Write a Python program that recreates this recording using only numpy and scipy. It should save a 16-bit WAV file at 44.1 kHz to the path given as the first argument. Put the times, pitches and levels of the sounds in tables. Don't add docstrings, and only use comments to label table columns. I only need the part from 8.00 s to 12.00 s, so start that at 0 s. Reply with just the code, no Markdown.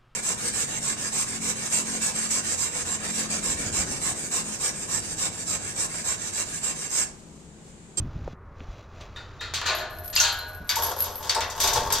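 import sys
import numpy as np
from scipy import signal
from scipy.fft import rfft, irfft
from scipy.io import wavfile

SR = 44100
rng = np.random.default_rng(int(sys.argv[2]) if len(sys.argv) > 2 else 0)


def bounce(signal):
    frames = np.transpose(np.atleast_2d(signal))
    limited = np.clip(frames, -1, 1)
    pcm = np.round(limited * 32767).astype(np.int16)
    wavfile.write(sys.argv[1], SR, pcm)


N = 176400

BLOW_GAIN = np.sqrt(0.03 * SR)
CRACK_S = 0.00084
LEFT_RIGHT = np.array([[1], [-1]])
# frequency_hz, side_db
STEREO_SIDE = [(150, -27), (500, -15.5), (1000, -11.5), (2400, -10.5), (4200, -7.5), (8000, 0.5),
               (13000, -2)]


def gate():
    # start_s, level_db, tilt_db_per_octave, chatter_db
    knocks = [(1.161, -39, -2, 8), (1.409, -31, -1, 10), (1.538, -28.5, 5, -27), (1.615, -31, -3, -27),
              (1.657, -21, 1.5, 11), (1.680, -25.5, -3, 15), (1.786, -34.5, 1, -33), (2.1265, -31, 4.5, 25),
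              (2.1627, -20, 6, -2.5), (2.1985, -22.5, 9, 7), (2.237, -21.5, 1.5, 3)]
    # pitch_hz, relative_db, t60_s
    fence_modes = [(2660, 1, 0.25), (3163, 1.5, 0.49), (3630, -8.5, 0.44), (3714, -10.5, 0.8),
                   (3995, -4, 0.46), (4170, 0.5, 1)]
    # frequency_hz, relative_db
    gate_colour = [(120, -34), (300, -8.5), (600, -4.5), (1100, 1.5), (1550, 6.5), (2100, -2.5), (2700, -2),
                   (4500, 2.5), (5400, -10.5), (6800, -4.5), (8800, -22.5), (15000, -32)]
    # pitch_hz, first_db, second_db, t60_s
    frame_modes = [(618, -38.5, -40, 2.37), (629, -38.5, -51, 1.9), (695, -39, -45.5, 2.2),
                   (737, -43.5, -47, 2), (806, -44, -40, 1.2), (933, -41, -34, 0.95),
                   (1064, -35, -40, 0.97), (1456, -43, -35, 2.8), (1483, -41.5, -34, 2.26),
                   (1635, -42, -32, 1.26), (1724, -33.5, -42, 1)]
    response = steel_body(fence_modes, gate_colour, modes_db=-13.5, t60=0.85, damping=0.44)
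    out = blows(knocks, response, gate_colour, crack_db=-9)
    frame_bumps_s = (1.68, 2.2)
    for hz, *levels, t60 in frame_modes:
        for start, db in zip(frame_bumps_s, levels):
            add(out, start, undb(db) * mode_pair(hz, t60, split=0.00607, twin_db=-6))
    return out


def chain():
    # start_s, level_db, tilt_db_per_octave, chatter_db
    strikes = [(1.538, -24, -6.5, 14), (2.6922, -19.5, -6.5, 0.5), (2.756, -29, 0.5, -14),
               (2.835, -35.5, -1, -4), (3.0434, -34.5, -1.5, -12), (3.2275, -38.5, -3, -17),
               (3.2946, -22, -4, -1.5), (3.3478, -25.5, -2, -2), (3.4073, -22, -9, 1), (3.5, -36.5, 1, -1),
               (3.6022, -21, 0, 4), (3.638, -22.5, 0.5, 5), (3.6745, -20.5, -2.5, -1),
               (3.7319, -26.5, 2.5, 4), (3.7583, -25.5, -4.5, 7), (3.9035, -26.5, -8.5, -1),
               (3.9239, -25.5, 3, 0), (3.952, -27, -3, -2)]
    # time_s, tube_ring_db, scrape_db
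    drag = [(2.72, -65, -55), (2.758, -38, -41), (2.768, -19.5, -32.5), (2.80, -30.5, -32.5),
            (2.925, -29.5, -39), (2.942, -79, -74), (2.962, -32.5, -42), (3.05, -36.5, -44.5),
            (3.20, -43, -53), (3.25, -33.5, -38), (3.34, -43.5, -52), (3.362, -29.5, -55), (3.42, -35, -58),
            (3.48, -34.5, -48.5), (3.595, -36, -40), (3.63, -24, -41), (3.80, -29.5, -35),
            (3.89, -30, -41.5), (4.0, -31.5, -27.5)]
    # pitch_hz, relative_db, t60_s
    wire_modes = [(3620, 7, 0.071), (3600, -6, 0.27), (4590, 6, 0.082), (4660, 10, 0.12), (5050, 5, .12),
                  (6000, 8, 0.15), (8100, 15, 0.1)]
    tube_modes = [(502, -8, 0.41), (886, -1, 0.064), (912.8, -2.5, 0.19), (1066, -10, 0.056),
                  (1219, -10, 0.14)]
    # frequency_hz, relative_db
    wire_colour = [(200, -72), (600, -22), (1500, -3.5), (3000, -2.5), (3500, 6), (4100, 2.5), (4700, 4.5),
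                   (6200, 7), (7100, 2), (7800, 2.5), (8700, -8), (12500, -9), (15500, -16.5)]
    tube_colour = [(150, -15.5), (380, -7.5), (490, 4), (620, 4.5), (780, -1), (930, 4), (1350, -0.5),
                   (1800, -7.5), (2500, -51)]
    wire = steel_body(wire_modes, wire_colour, modes_db=-9.5, t60=0.59, damping=0.55)
    tube = steel_body(tube_modes, tube_colour, modes_db=-2.5, t60=0.2, damping=0.73)
    contacts = unit_rms(clicks(N, per_s=330))
    tube_ring = undb(-0.5) * excite(contacts * envelope(drag, column=1), tube)
    scrape = contacts * envelope(drag, column=2)
    ticks = undb(-4) * excite(scrape, burst(wire_colour, CRACK_S))
    return blows(strikes, wire, wire_colour, crack_db=-12) + tube_ring + excite(scrape, wire) + ticks


def pings():
    # start_s, pitch_hz, peak_db, t60_s
    notes = [(1.161, 3630, -35.5, 0.31), (1.396, 3714, -35, 0.65), (2.162, 4770, -13, 0.05),
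             (2.175, 2700, -18, 0.16), (2.1982, 5800, -12, 0.17), (2.199, 1436, -20, 0.12),
             (2.1985, 6370, -14.5, 0.23), (2.292, 4090, -23, 0.15), (2.39, 4110, -30, 0.42),
             (2.693, 4580, -18.5, 0.18), (2.767, 915, -20, .24), (3.2954, 4490, -14.5, 0.075),
             (3.358, 899, -23.5, 0.23)]
    out = np.zeros((2, N))
    for start, hz, db, t60 in notes:
        add(out, start, undb(db) * mode_pair(hz, t60, split=0.023, twin_db=-1))
    return out


def links():
    # start_s, level_db, jingle_length_s
    clinks = [(1.75, -36.5, 0.047), (1.986, -42, 0.017), (2.045, -42.5, 0.004), (2.058, -42, 0.0022),
              (2.078, -38.5, 0.0024), (2.1, -39, 0.0084), (2.153, -29.5, 0.088), (2.3212, -40, 0.019),
              (2.388, -43, 0.0048), (2.5474, -45, 0.01), (2.695, -32.5, 0.038), (2.7584, -30, 0.07),
              (2.8208, -31, 0.023), (2.834, -24.5, 0.072), (2.9647, -39.5, 0.023), (2.988, -32.5, .015),
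              (3.0047, -23, 0.018), (3.022, -26, 0.019), (3.056, -36, 0.089), (3.156, -34, 0.053),
              (3.6013, -31.5, 0.045), (3.6334, -28.5, 0.089), (3.732, -39, 0.06), (3.923, -27, 0.0034)]
    # pitch_hz, relative_db, t60_s
    link_modes = [(11392, 8.7, 0.12), (11600, 3.7, 0.02), (12270, 3.7, 0.039), (12770, 2.2, 0.14)]
    # frequency_hz, relative_db
    link_colour = [(10700, -14), (11500, 7), (12500, 2), (13300, -6), (15000, -54)]
    shimmer_s, loose_from_s = 0.019, 1.88
    out, t = np.zeros((2, N)), np.arange(SR // 4) / SR
    for start, db, length in clinks:
        rebounds = unit_energy(clicks(len(t), per_s=770) * np.exp(-(t / length) ** 2))
        force = unit_energy((t == 0) + rebounds)
        detune = 1 + 0.0011 * rng.standard_normal()
        link = ring([(hz * detune, level, t60) for hz, level, t60 in link_modes], len(t))
        link += undb(-8) * burst(link_colour, shimmer_s)
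        jingle = unit_energy(excite(force, link)[:, :len(t)])
        tick = undb(-17.5) * burst([(1500, -15), (4500, 15), (15000, -17)], decay_s=0.0024)
        add(out, start, undb(db) * BLOW_GAIN * (jingle + tick))
    loose = unit_rms(clicks(N, per_s=60)) * (np.arange(N) / SR > loose_from_s)
    return out + undb(-52.5) * excite(loose, burst(link_colour, shimmer_s))


def walker():
    # start_s, level_db, centre_hz, decay_s
    scuffs = [(0.156, -32, 117, 0.0082), (0.2776, -35.5, 540, 0.003), (0.332, -39.5, 131, 0.0086),
              (.604, -51, 2120, 0.0027), (0.606, -45, 255, 0.009), (0.686, -33, 86.6, 0.021),
              (1.009, -48.5, 4370, 0.013), (2.602, -42.5, 204, 0.042)]
    # time_s, level_db
    rustle_level = [(0, -58), (.33, -53), (.36, -83), (.54, -67), (.6, -55), (.81, -52), (.87, -62.5),
                    (1.03, -46), (1.1, -54.5), (2, -55)]
    # frequency_hz, relative_db
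    rustle_colour = [(200, -34), (500, 15), (1400, 0), (2500, 1), (4500, -3.5), (7000, -9), (8500, -32),
                     (15000, -26)]
    grit = unit_rms(excite(clicks(N, per_s=900), burst(rustle_colour, decay_s=0.0039)))
    out = envelope(rustle_level) * unit_rms(grit + noise(rustle_colour, N))
    for start, db, centre, decay in scuffs:
        colour = [(centre / 6, -20), (centre / 3.6, 0), (centre * 1.37, 0),
                  (centre * 3, -26), (centre * 10, -60)]
        soften = signal.butter(2, min(centre * 2, 9000), fs=SR, output="sos")
        add(out, start, undb(db) * BLOW_GAIN * signal.sosfilt(soften, burst(colour, decay)))
    return out


def wind():
    # time_s, level_db
    gusts = [(0, -30.5), (.06, -28), (.12, -37), (.27, -34), (.36, -49.5), (.6, -45), (1.3, -46),
             (3.5, -47.5), (3.8, -36.5), (4, -40)]
    # frequency_hz, relative_db
    wind_colour = [(20, 0), (60, 4.5), (120, 1), (180, -10.5), (300, -13), (800, -66)]
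    common = noise(wind_colour, N)
    apart = undb(-13) * noise(wind_colour, N) * LEFT_RIGHT
    return envelope(gusts) * (common + apart)


def distance():
    # frequency_hz, relative_db
    air_colour = [(60, -15), (200, -14), (400, 11), (700, 1), (1200, 7.5), (2000, -5.5), (3200, -26),
                  (15000, -41.5)]
    drone_hz, half_width_hz = 83.5, 4
    band = 1 / (1 + ((np.fft.rfftfreq(N, 1 / SR) - drone_hz) / half_width_hz) ** 2)
    drone = unit_rms(irfft(rfft(rng.standard_normal(N)) * band, N))
    return undb(-53) * noise(air_colour, N) + undb(-48) * drone


def blows(hits, response, colour, crack_db):
    size = SR // 4
    t, hz = np.arange(size) / SR, np.fft.rfftfreq(size, 1 / SR)
    octave = np.log2(np.clip(hz, 500, 9000) / 3000)
    rattle_s, chatter_s = 0.16, 0.012
    push, cracks = np.zeros(N), np.zeros((2, N))
    for start, db, tilt_db, chatter_db in hits:
        rattle = undb(-20.5) * unit_energy(clicks(size, per_s=120) * np.exp(-t / rattle_s))
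        chatter = undb(chatter_db) * unit_energy(clicks(size, per_s=450) * np.exp(-t / chatter_s))
        force = unit_energy((t == 0) + rattle + chatter)
        cepstrum = irfft(np.log(undb(tilt_db * octave)), size) * (1 + np.sign(t)) * (t < t[-1] / 2)
        strength = undb(db) * BLOW_GAIN
        add(push, start, strength * irfft(rfft(force) * np.exp(rfft(cepstrum)), size))
        crack_gain = undb(crack_db) / np.hypot(1, undb(chatter_db))
        add(cracks, start, strength * crack_gain * burst(colour, CRACK_S))
    return excite(push, response) + cracks


def steel_body(modes, colour, modes_db, t60, damping):
    size = SR * 2
    t = np.arange(size) / SR
    octave = np.log2(np.fft.rfftfreq(size, 1 / SR) / 1000 + 1e-6)
    spectrum, field = rfft(noise(colour, size)), 0
    for k in range(-3, 5):
        band = irfft(spectrum * np.maximum(1 - abs(octave - k), 0))
        band_t60 = t60 / 2 ** (k * damping)
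        field = field + band * ring_down(t, band_t60) / np.sqrt(band_t60)
    return unit_energy(unit_energy(field) + undb(modes_db) * ring(modes, size))


def mode_pair(hz, t60, split, twin_db):
    note = ring([(hz, 0, t60), (hz * (1 + split), twin_db, t60)], int(SR * t60))
    return note / abs(note).max()


def ring(modes, size):
    t, out = np.arange(size) / SR, 0
    for hz, db, t60 in modes:
        spread = np.arctan(min(gain_at(hz, STEREO_SIDE), 1))
        phase = rng.uniform(0, 2 * np.pi) + LEFT_RIGHT * rng.choice([-1, 1]) * spread
        out = out + undb(db) * unit_energy(np.sin(2 * np.pi * hz * t + phase) * ring_down(t, t60))
    return unit_energy(out)


def ring_down(t, t60, rise_s=0.00041):
    return (1 - np.exp(-t / rise_s)) * np.exp(-np.log(1000) * t / t60)


def clicks(size, per_s):
    return (rng.random(size) < per_s / SR) * rng.standard_normal(size)


def burst(colour, decay_s):
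    t = np.arange(SR // 4) / SR
    return unit_energy(noise(colour, len(t)) * np.exp(-t / decay_s))


def noise(colour, size):
    hz = np.fft.rfftfreq(size, 1 / SR)
    mid, side = rfft(rng.standard_normal((2, size)))
    width = np.minimum(gain_at(hz, STEREO_SIDE), 1)
    stereo = (mid + LEFT_RIGHT * width * side) / np.sqrt(1 + width ** 2)
    return unit_rms(irfft(stereo * gain_at(hz, colour), size))


def excite(force, response):
    return signal.fftconvolve(force[None], response, axes=1)[:, :N]


def envelope(table, column=1):
    rows, t = np.array(table), np.arange(N) / SR
    return undb(np.interp(t, rows[:, 0], rows[:, column])) * (t >= rows[0, 0])


def gain_at(hz, points):
    rows = np.array(points)
    return undb(np.interp(np.log(hz + 1), np.log(rows[:, 0]), rows[:, 1]))


def add(out, start_s, x):
    i = max(int(start_s * SR), 0)
    part = x[..., :max(N - i, 0)]
    out[..., i:i + part.shape[-1]] += part


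def undb(db):
    return 10 ** (np.asarray(db) / 20)


def unit_energy(x):
    return x / np.sqrt(np.mean(np.sum(x ** 2, axis=-1)) + 1e-18)


def unit_rms(x):
    return x / np.std(x)


def scene():
    low_cut_hz, left_db = 215, 1.5
    thin = signal.butter(2, low_cut_hz, "high", fs=SR, output="sos")
    metal = signal.sosfilt(thin, gate() + chain() + pings() + links())
    return metal * undb(LEFT_RIGHT * left_db / 2) + walker() + wind() + distance()


def record(dry):
    opening_s, top_hz = (0.87, 1.7), 15900
    mid = dry.mean(axis=0)
    width = np.interp(np.arange(N) / SR, opening_s, (0, 1))
    top_cut = signal.ellip(8, .2, 70, top_hz, fs=SR, output="sos")
    return signal.sosfilt(top_cut, mid + width * (dry - mid))


dry = scene()
out = record(dry)
bounce(out)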